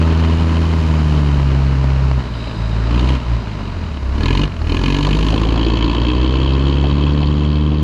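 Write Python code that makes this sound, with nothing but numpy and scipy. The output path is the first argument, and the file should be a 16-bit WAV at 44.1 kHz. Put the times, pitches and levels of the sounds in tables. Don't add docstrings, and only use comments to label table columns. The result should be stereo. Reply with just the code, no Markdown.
import sys
import numpy as np
from scipy import signal
from scipy.fft import rfft, irfft, next_fast_len
from scipy.io import wavfile
from scipy.ndimage import map_coordinates

SR = 44100
rng = np.random.default_rng(int(sys.argv[2]) if len(sys.argv) > 2 else 0)


def output_pcm(signal):
    pcm = np.clip(np.atleast_2d(signal).T, -1, 1) * 32767
    wavfile.write(sys.argv[1], SR, np.round(pcm).astype(np.int16))


N = 345303

CRUISE_HZ = 60


def amp(db):
    return 10 ** (np.asarray(db) / 20)


def unit(x):
    return x / np.sqrt(np.mean(x ** 2) + 1e-20)


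def along(points, hz):
    f, v = np.transpose(points)
    return np.interp(np.log(hz + 1), np.log(f + 1), v)


def curves(rows):
    s, *cols = np.transpose(rows)
    return [np.interp(np.arange(N) / SR, s, c) for c in cols]


def wobble(rate):
    knots = rng.standard_normal(int(N * rate / SR) + 4)
    return map_coordinates(knots, [np.arange(N) * rate / SR])


def filtered(x, response):
    m = next_fast_len(N + SR // 2)
    spectrum = rfft(x, m) * response(np.fft.rfftfreq(m, 1 / SR))
    return irfft(spectrum, m)[..., :N]


def ring(x, gain, size=8192):
    cepstrum = irfft(np.log(np.maximum(gain(np.fft.rfftfreq(size, 1 / SR)), 1e-6)))
    cepstrum[1:size // 2] *= 2
    cepstrum[size // 2 + 1:] = 0
    response = irfft(np.exp(rfft(cepstrum)))
    return signal.fftconvolve(np.atleast_2d(x), response[None], axes=1)[:, :N]


def colour(points):
    return lambda hz: amp(along(points, hz))


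def resonances(modes):
    def gain(f):
        return np.sqrt(sum(amp(db) ** 2 / (1 + ((f - hz) / width) ** 2) ** 2 for hz, width, db in modes))
    return gain


# (time [s], firing rate [firings/s])
ENGINE_SPEED = [(0.0, 80.9), (0.72, 81.9), (1.48, 68.2), (2.09, 66.0), (2.54, 54.6), (2.85, 55.6),
                (3.12, 65.6), (3.24, 58.8), (3.36, 58.3), (4.08, 31.0), (4.44, 50.3), (4.62, 37.0),
                (4.88, 46.4), (5.55, 56.7), (5.83, 55.9), (6.42, 66.3), (7.12, 72.7), (7.83, 75.3)]


def crank():
    rate, = curves(ENGINE_SPEED)
    return rate, np.cumsum(rate) / SR - .171


# (time [s], held [s],
# wait until the engine pulls [s], first fuel [0-1], peak effort [0-1], last effort [0-1])
THROTTLE_PUSHES = [(-0.2, 2.39, 0, 1.0, 0.75, 0.08), (2.56, 0.6, 0.26, 0.55, 0.84, 0.8),
                   (3.26, 0.1, 0, 1.0, 0.1, 0.1), (4.02, 0.425, 0.075, 0.9, 1.0, 0.98),
                   (4.58, 3.3, 0, 0.95, 0.98, 0.68)]
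FUEL_ON_S, FUEL_OFF_S = 0.035, 0.036
BUILD_S, EASING = 0.13, 2.8


def throttle():
    t = np.arange(N) / SR
    ramp = lambda start, length: np.clip((t - start) / length, 0, 1)
    fuel, effort = np.zeros(N), np.zeros(N)
    for s, held, wait, first, peak, last in THROTTLE_PUSHES:
        gate = ramp(s, FUEL_ON_S) * (1 - ramp(s + held, FUEL_OFF_S))
        fuel = fuel + gate * (first + (1 - first) * ramp(s, wait + BUILD_S))
        eased = peak + (last - peak) * ramp(s, held) ** EASING
        effort = effort + gate * ramp(s + wait, BUILD_S) * eased
    return np.clip(fuel, 0, 1), np.clip(effort, 0, 1)


CYLINDER_STRENGTH = [0.97, -1.1, 0.78, -0.92]


def firings(turns, lead, jitter, scatter_db, uneven):
    k = np.arange(int(turns[-1]) + 1)
    chance = rng.standard_normal((len(k), 2))
    at = np.interp(k, turns, np.arange(N)) + (jitter * chance[:, 0] - lead) * SR
    cylinder_db = uneven * np.take(CYLINDER_STRENGTH, k, mode="wrap")
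    sizes = amp(cylinder_db + scatter_db * chance[:, 1])
    return np.bincount(np.clip(at, 0, N - 1).astype(int), sizes, N)


def puffs(pulses, rise, t60):
    t = np.arange(SR // 10) / SR
    puff = (1 - np.exp(-(t / rise) ** 2)) * amp(-60 * t / t60)
    return unit(signal.fftconvolve(pulses, puff)[:N])


# (frequency [Hz], left-right correlation [0-1])
STEREO_LIKENESS = [(100, 0.97), (280, 1), (550, 0.96), (1000, 0.94), (3000, 0.91), (6000, 0.86),
                   (10000, 0.81)]


def air():
    turn = lambda hz: np.arccos(np.clip(along(STEREO_LIKENESS, hz), -1, 1)) / 2
    split = lambda hz: np.array([np.cos(turn(hz)), np.sin(turn(hz))])
    mid, side = filtered(rng.standard_normal((2, N)), split)
    return np.array([mid + side, mid - side])


# (time [s], gas heat [0-1])
GAS_HEAT = [(0, 0), (3, 0.2), (4.3, 0), (5, 0.15), (5.7, 1), (6.3, 0.98)]


def pipe(x, gain, stretch):
    heat = np.clip(curves(GAS_HEAT)[0], 0, 1)
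    cool = ring(x, lambda hz: gain(hz * (1 + stretch)))
    hot = ring(x, lambda hz: gain(hz / (1 + stretch)))
    return unit((1 - heat) * cool + heat * hot)


# (light-throttle level [dB], added by full effort [dB], added when coasting [dB])
ORDER_LEVELS = [(-16, 1.5, -10.5), (-16.5, -3, -8), (-26, 4.5, -8)]
# (frequency [Hz], gain [dB])
ORDER_COLOUR = [(32, -11), (45, -3.5), (56, -0.7), (66, 0), (81, -0.24), (95, -5), (110, -4.5), (124, -4.5),
                (137, 1.1), (150, 1.3), (165, -5), (195, -12.5), (222, -1.5), (245, -1)]


def boom(rate, turns, fuel, effort, cab_hz=112, sharpness=0.86, waver_db=0.22):
    out = 0
    for k, (light_db, effort_db, coast_db) in enumerate(ORDER_LEVELS, 1):
        order_hz = k * rate
        db = light_db + effort_db * effort + coast_db * (1 - fuel) + along(ORDER_COLOUR, order_hz)
        lag = np.arctan(sharpness * (order_hz / cab_hz - cab_hz / order_hz))
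        tone = np.sqrt(2) * np.cos(2 * np.pi * k * turns - lag)
        out = out + amp(db + waver_db * wobble(32)) * tone
    return out * (1 + 0.031 * np.cos(np.pi * turns) + 0.019 * np.sin(np.pi * turns / 2))


# (frequency [Hz], relative level [dB])
SILENCER_COLOUR = [(120, -38.5), (185, -20), (225, -2), (255, -3.5), (300, 3), (345, -6.5), (400, -9),
                   (480, -11.5), (700, -33), (1050, -20), (2400, -80)]


def thump(turns, db, labour):
    pulses = firings(turns, lead=.001, jitter=0.00019, scatter_db=1.3, uneven=1.0)
    turbulence = unit(air() * puffs(pulses, rise=0.00054, t60=0.065))
    rough = .2 + .33 * labour
    flow = np.sqrt(1 - rough ** 2) * unit(pulses) + rough * turbulence
    return amp(db) * pipe(flow, colour(SILENCER_COLOUR), stretch=0.038)


# (time [s], extra strength [dB])
HARD_CRACKS = [(2.994, 8), (3.091, 8.5), (4.371, 2)]
# (centre [Hz], half-width [Hz], relative level [dB])
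STACK_MODES = [(999, 109, 7), (1733, 41, -7), (2244, 180, -8), (2556, 75, 2), (3063, 212, 5),
               (3790, 150, -6), (4274, 320, -6), (6200, 230, -23.5), (6740, 360, -23.5)]
# (frequency [Hz], relative level [dB])
SLOW_CRACK_COLOUR = [(500, -10), (900, 0), (1700, 13), (3100, -1), (4400, 6), (7000, 7), (8500, -8)]
# (frequency [Hz], relative level [dB])
JET_HISS_COLOUR = [(2500, -8), (4500, 21.5), (5600, 16.5), (7200, 14.5), (8400, 3), (10200, 7),
                   (12000, -2.5), (14000, -22.5)]


def rasp(rate, turns, rasp_db, hiss_db, strain):
    t = np.arange(N) / SR
    hard_db = sum(db * (np.abs(t - s) < .009) for s, db in HARD_CRACKS)
    pulses = firings(turns, lead=0.0012, jitter=0.00027, scatter_db=1.3, uneven=0.71) * amp(hard_db)
    crack = puffs(pulses, rise=0.00098, t60=0.021)
    blowdown = puffs(pulses, rise=0.0027, t60=0.042)
    flow = unit(crack + 0.97 * blowdown)
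    jet = (air() + 1.53 * rng.standard_normal(N)) * flow
    edges = [0, 2000, 3500, 5500, SR]
    jet = sum(filtered(jet, lambda hz: (hz >= lo) & (hz < hi)) * amp(2.07 * wobble(55))
              for lo, hi in zip(edges, edges[1:]))
    fast = pipe(jet, resonances(STACK_MODES), stretch=0.021)
    slow = unit(filtered(fast, colour(SLOW_CRACK_COLOUR)))
    speed = np.clip((rate - 46) / 14, 0, 1)
    bark = amp(rasp_db) * ((1 - speed) * slow + speed * fast)
    edge = air() * (1 + 1.15 * strain * flow)
    hiss = amp(hiss_db) * unit(ring(edge, colour(JET_HISS_COLOUR)))
    return bark * amp([[.6], [-.6]]) + hiss * amp([[1.5], [-1.5]])


# (frequency [Hz], relative level [dB])
GEAR_COLOUR = [(120, -6), (220, 1.5), (340, -7.5), (405, -5.5), (500, -12), (620, -7), (750, -14),
               (950, -8.5), (2000, -18.5), (2900, -19.5), (3350, -27.5), (4100, -23.5), (7500, -42.5),
               (9500, -60.5)]


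def running_gear(turns, db):
    pulses = firings(turns, lead=0.0014, jitter=0.0017, scatter_db=5.5, uneven=3.4)
    clatter = puffs(pulses, rise=0.00041, t60=0.0084)
    noise = air() * (1 + 0.23 * clatter) * amp(0.81 * wobble(45))
    return amp(db) * unit(ring(noise, colour(GEAR_COLOUR))) * amp([[.3], [-.3]])


# (frequency [Hz], relative level [dB])
FRAME_COLOUR = [(15, -19.5), (45, 9), (200, 1.5), (300, -6), (450, -13.5), (900, -62.5)]


def chassis(labour):
    rumble_db = -30 + 6.9 * labour + 1.0 * wobble(7.7)
    return amp(rumble_db) * unit(ring(air(), colour(FRAME_COLOUR)))


# (time [s], level [dB])
WHOOSH_LEVEL = [(0, -68), (1.2, -52), (2, -58), (2.4, -42), (3.3, -50), (3.9, -50), (4.3, -62)]
# (centre [Hz], half-width [Hz], relative level [dB])
INTAKE_MODES = [(3870, 190, 7), (4900, 110, 3), (7440, 1200, -18.5)]


def intake():
    return amp(curves(WHOOSH_LEVEL)[0]) * unit(ring(air(), resonances(INTAKE_MODES)))


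# (time [s], level before a 3.5 dB cut [dB], left minus right [dB])
PORT_BUFFETS = [(4.336, -28, -9), (4.864, -27, -8.5), (4.999, -29, -7), (5.077, -15.5, -12),
                (5.336, -10.5, -19), (5.471, -11.5, -17), (5.569, -17, -7), (6.844, -14, -6),
                (7.23, -22.5, -1.5), (7.727, -20, 3)]
# (frequency [Hz], relative level [dB])
BUFFET_COLOUR = [(20, -0.5), (70, 1), (200, -3), (750, -3.5), (1000, -15.5), (1600, -22), (6000, -71)]


def buffets(swell=.009, ebb=0.011):
    t = np.arange(N) / SR
    shape = lambda u: np.exp(-np.minimum((u / np.where(u < 0, swell, ebb)) ** 2 / 2, 20))
    blow = sum(amp(db - 3.5 + np.minimum([[pan], [-pan]], 0)) * shape(t - s) for s, db, pan in PORT_BUFFETS)
    return blow * unit(ring(rng.standard_normal((2, N)), colour(BUFFET_COLOUR)))


def level(law, rate, fuel, effort):
    light_db, effort_db, power, coast_db, db_per_hz = law
    throttle_db = light_db + effort_db * effort ** power + coast_db * (1 - fuel)
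    return throttle_db + db_per_hz * (rate - CRUISE_HZ)


# (light-throttle level [dB], added by full
# effort [dB], power of effort [-], added when coasting [dB], slope above cruise [dB per firing/s])
THUMP_LEVEL = (-37, 17, 1.5, -13, 0.03)
RASP_LEVEL = (-46.5, 21, 2, 3.5, -0.1)
GEAR_LEVEL = (-29, 3, 0.85, -1.44, 0.0309)
HISS_LEVEL = (-49, 2, 3, -2.5, 0.0236)
# (time [s], boom [dB], running gear [dB], treble hiss [dB])
LEVEL_CHANGES = [(0, 2.5, 1, -2), (1.1, 0, 1, 1.5), (3, 1.5, 1.5, -2.5), (5.3, -0.6, -2, 1.5),
                 (5.9, -1, -2, -19.5), (6.5, -0.2, -2.5, -20), (7.8, -1.67, -6.5, -31)]
CALM_EFFORT, SMOOTH_HZ = 0.45, 80
LUG_GROWTH = 1.5


def scene():
    rate, turns = crank()
    fuel, effort = throttle()
    laws = (THUMP_LEVEL, RASP_LEVEL, GEAR_LEVEL, HISS_LEVEL)
    thump_db, rasp_db, gear_db, hiss_db = [level(law, rate, fuel, effort) for law in laws]
    boom_change, gear_change, hiss_change = curves(LEVEL_CHANGES)
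    strain = np.clip((effort - CALM_EFFORT) / (1 - CALM_EFFORT), 0, 1)
    lugging = strain * np.clip((SMOOTH_HZ - rate) / (SMOOTH_HZ - CRUISE_HZ), 0, 1)
    exhaust = amp(boom_change) * boom(rate, turns, fuel, effort)
    exhaust = exhaust + thump(turns, thump_db, LUG_GROWTH * lugging)
    exhaust = exhaust + rasp(rate, turns, rasp_db, hiss_db + hiss_change, strain)
    machinery = running_gear(turns, gear_db + gear_change) + chassis(lugging) + intake()
    return exhaust + machinery + buffets()


# (frequency [Hz], lead of the left port [rad])
PORT_PHASE = [(70, 0.015), (400, -0.0055), (1100, -0.066), (2300, -.36), (4500, -0.16), (10000, -.03)]
# (time [s], width [0-1])
STEREO_WIDTH = [(0, 1), (5.45, 1), (5.8, 0.58), (6.2, 0.01)]
TOP_HZ = 14300


def record(dry):
    left, right = filtered(dry, lambda hz: np.exp(.5j * np.array([[1], [-1]]) * along(PORT_PHASE, hz)))
    mid = (left + right) / 2
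    side = (left - right) / 2 * np.clip(curves(STEREO_WIDTH)[0], 0, 1)
    return filtered(np.array([mid + side, mid - side]), lambda hz: hz < TOP_HZ)


dry = scene()
out = record(dry)
output_pcm(out)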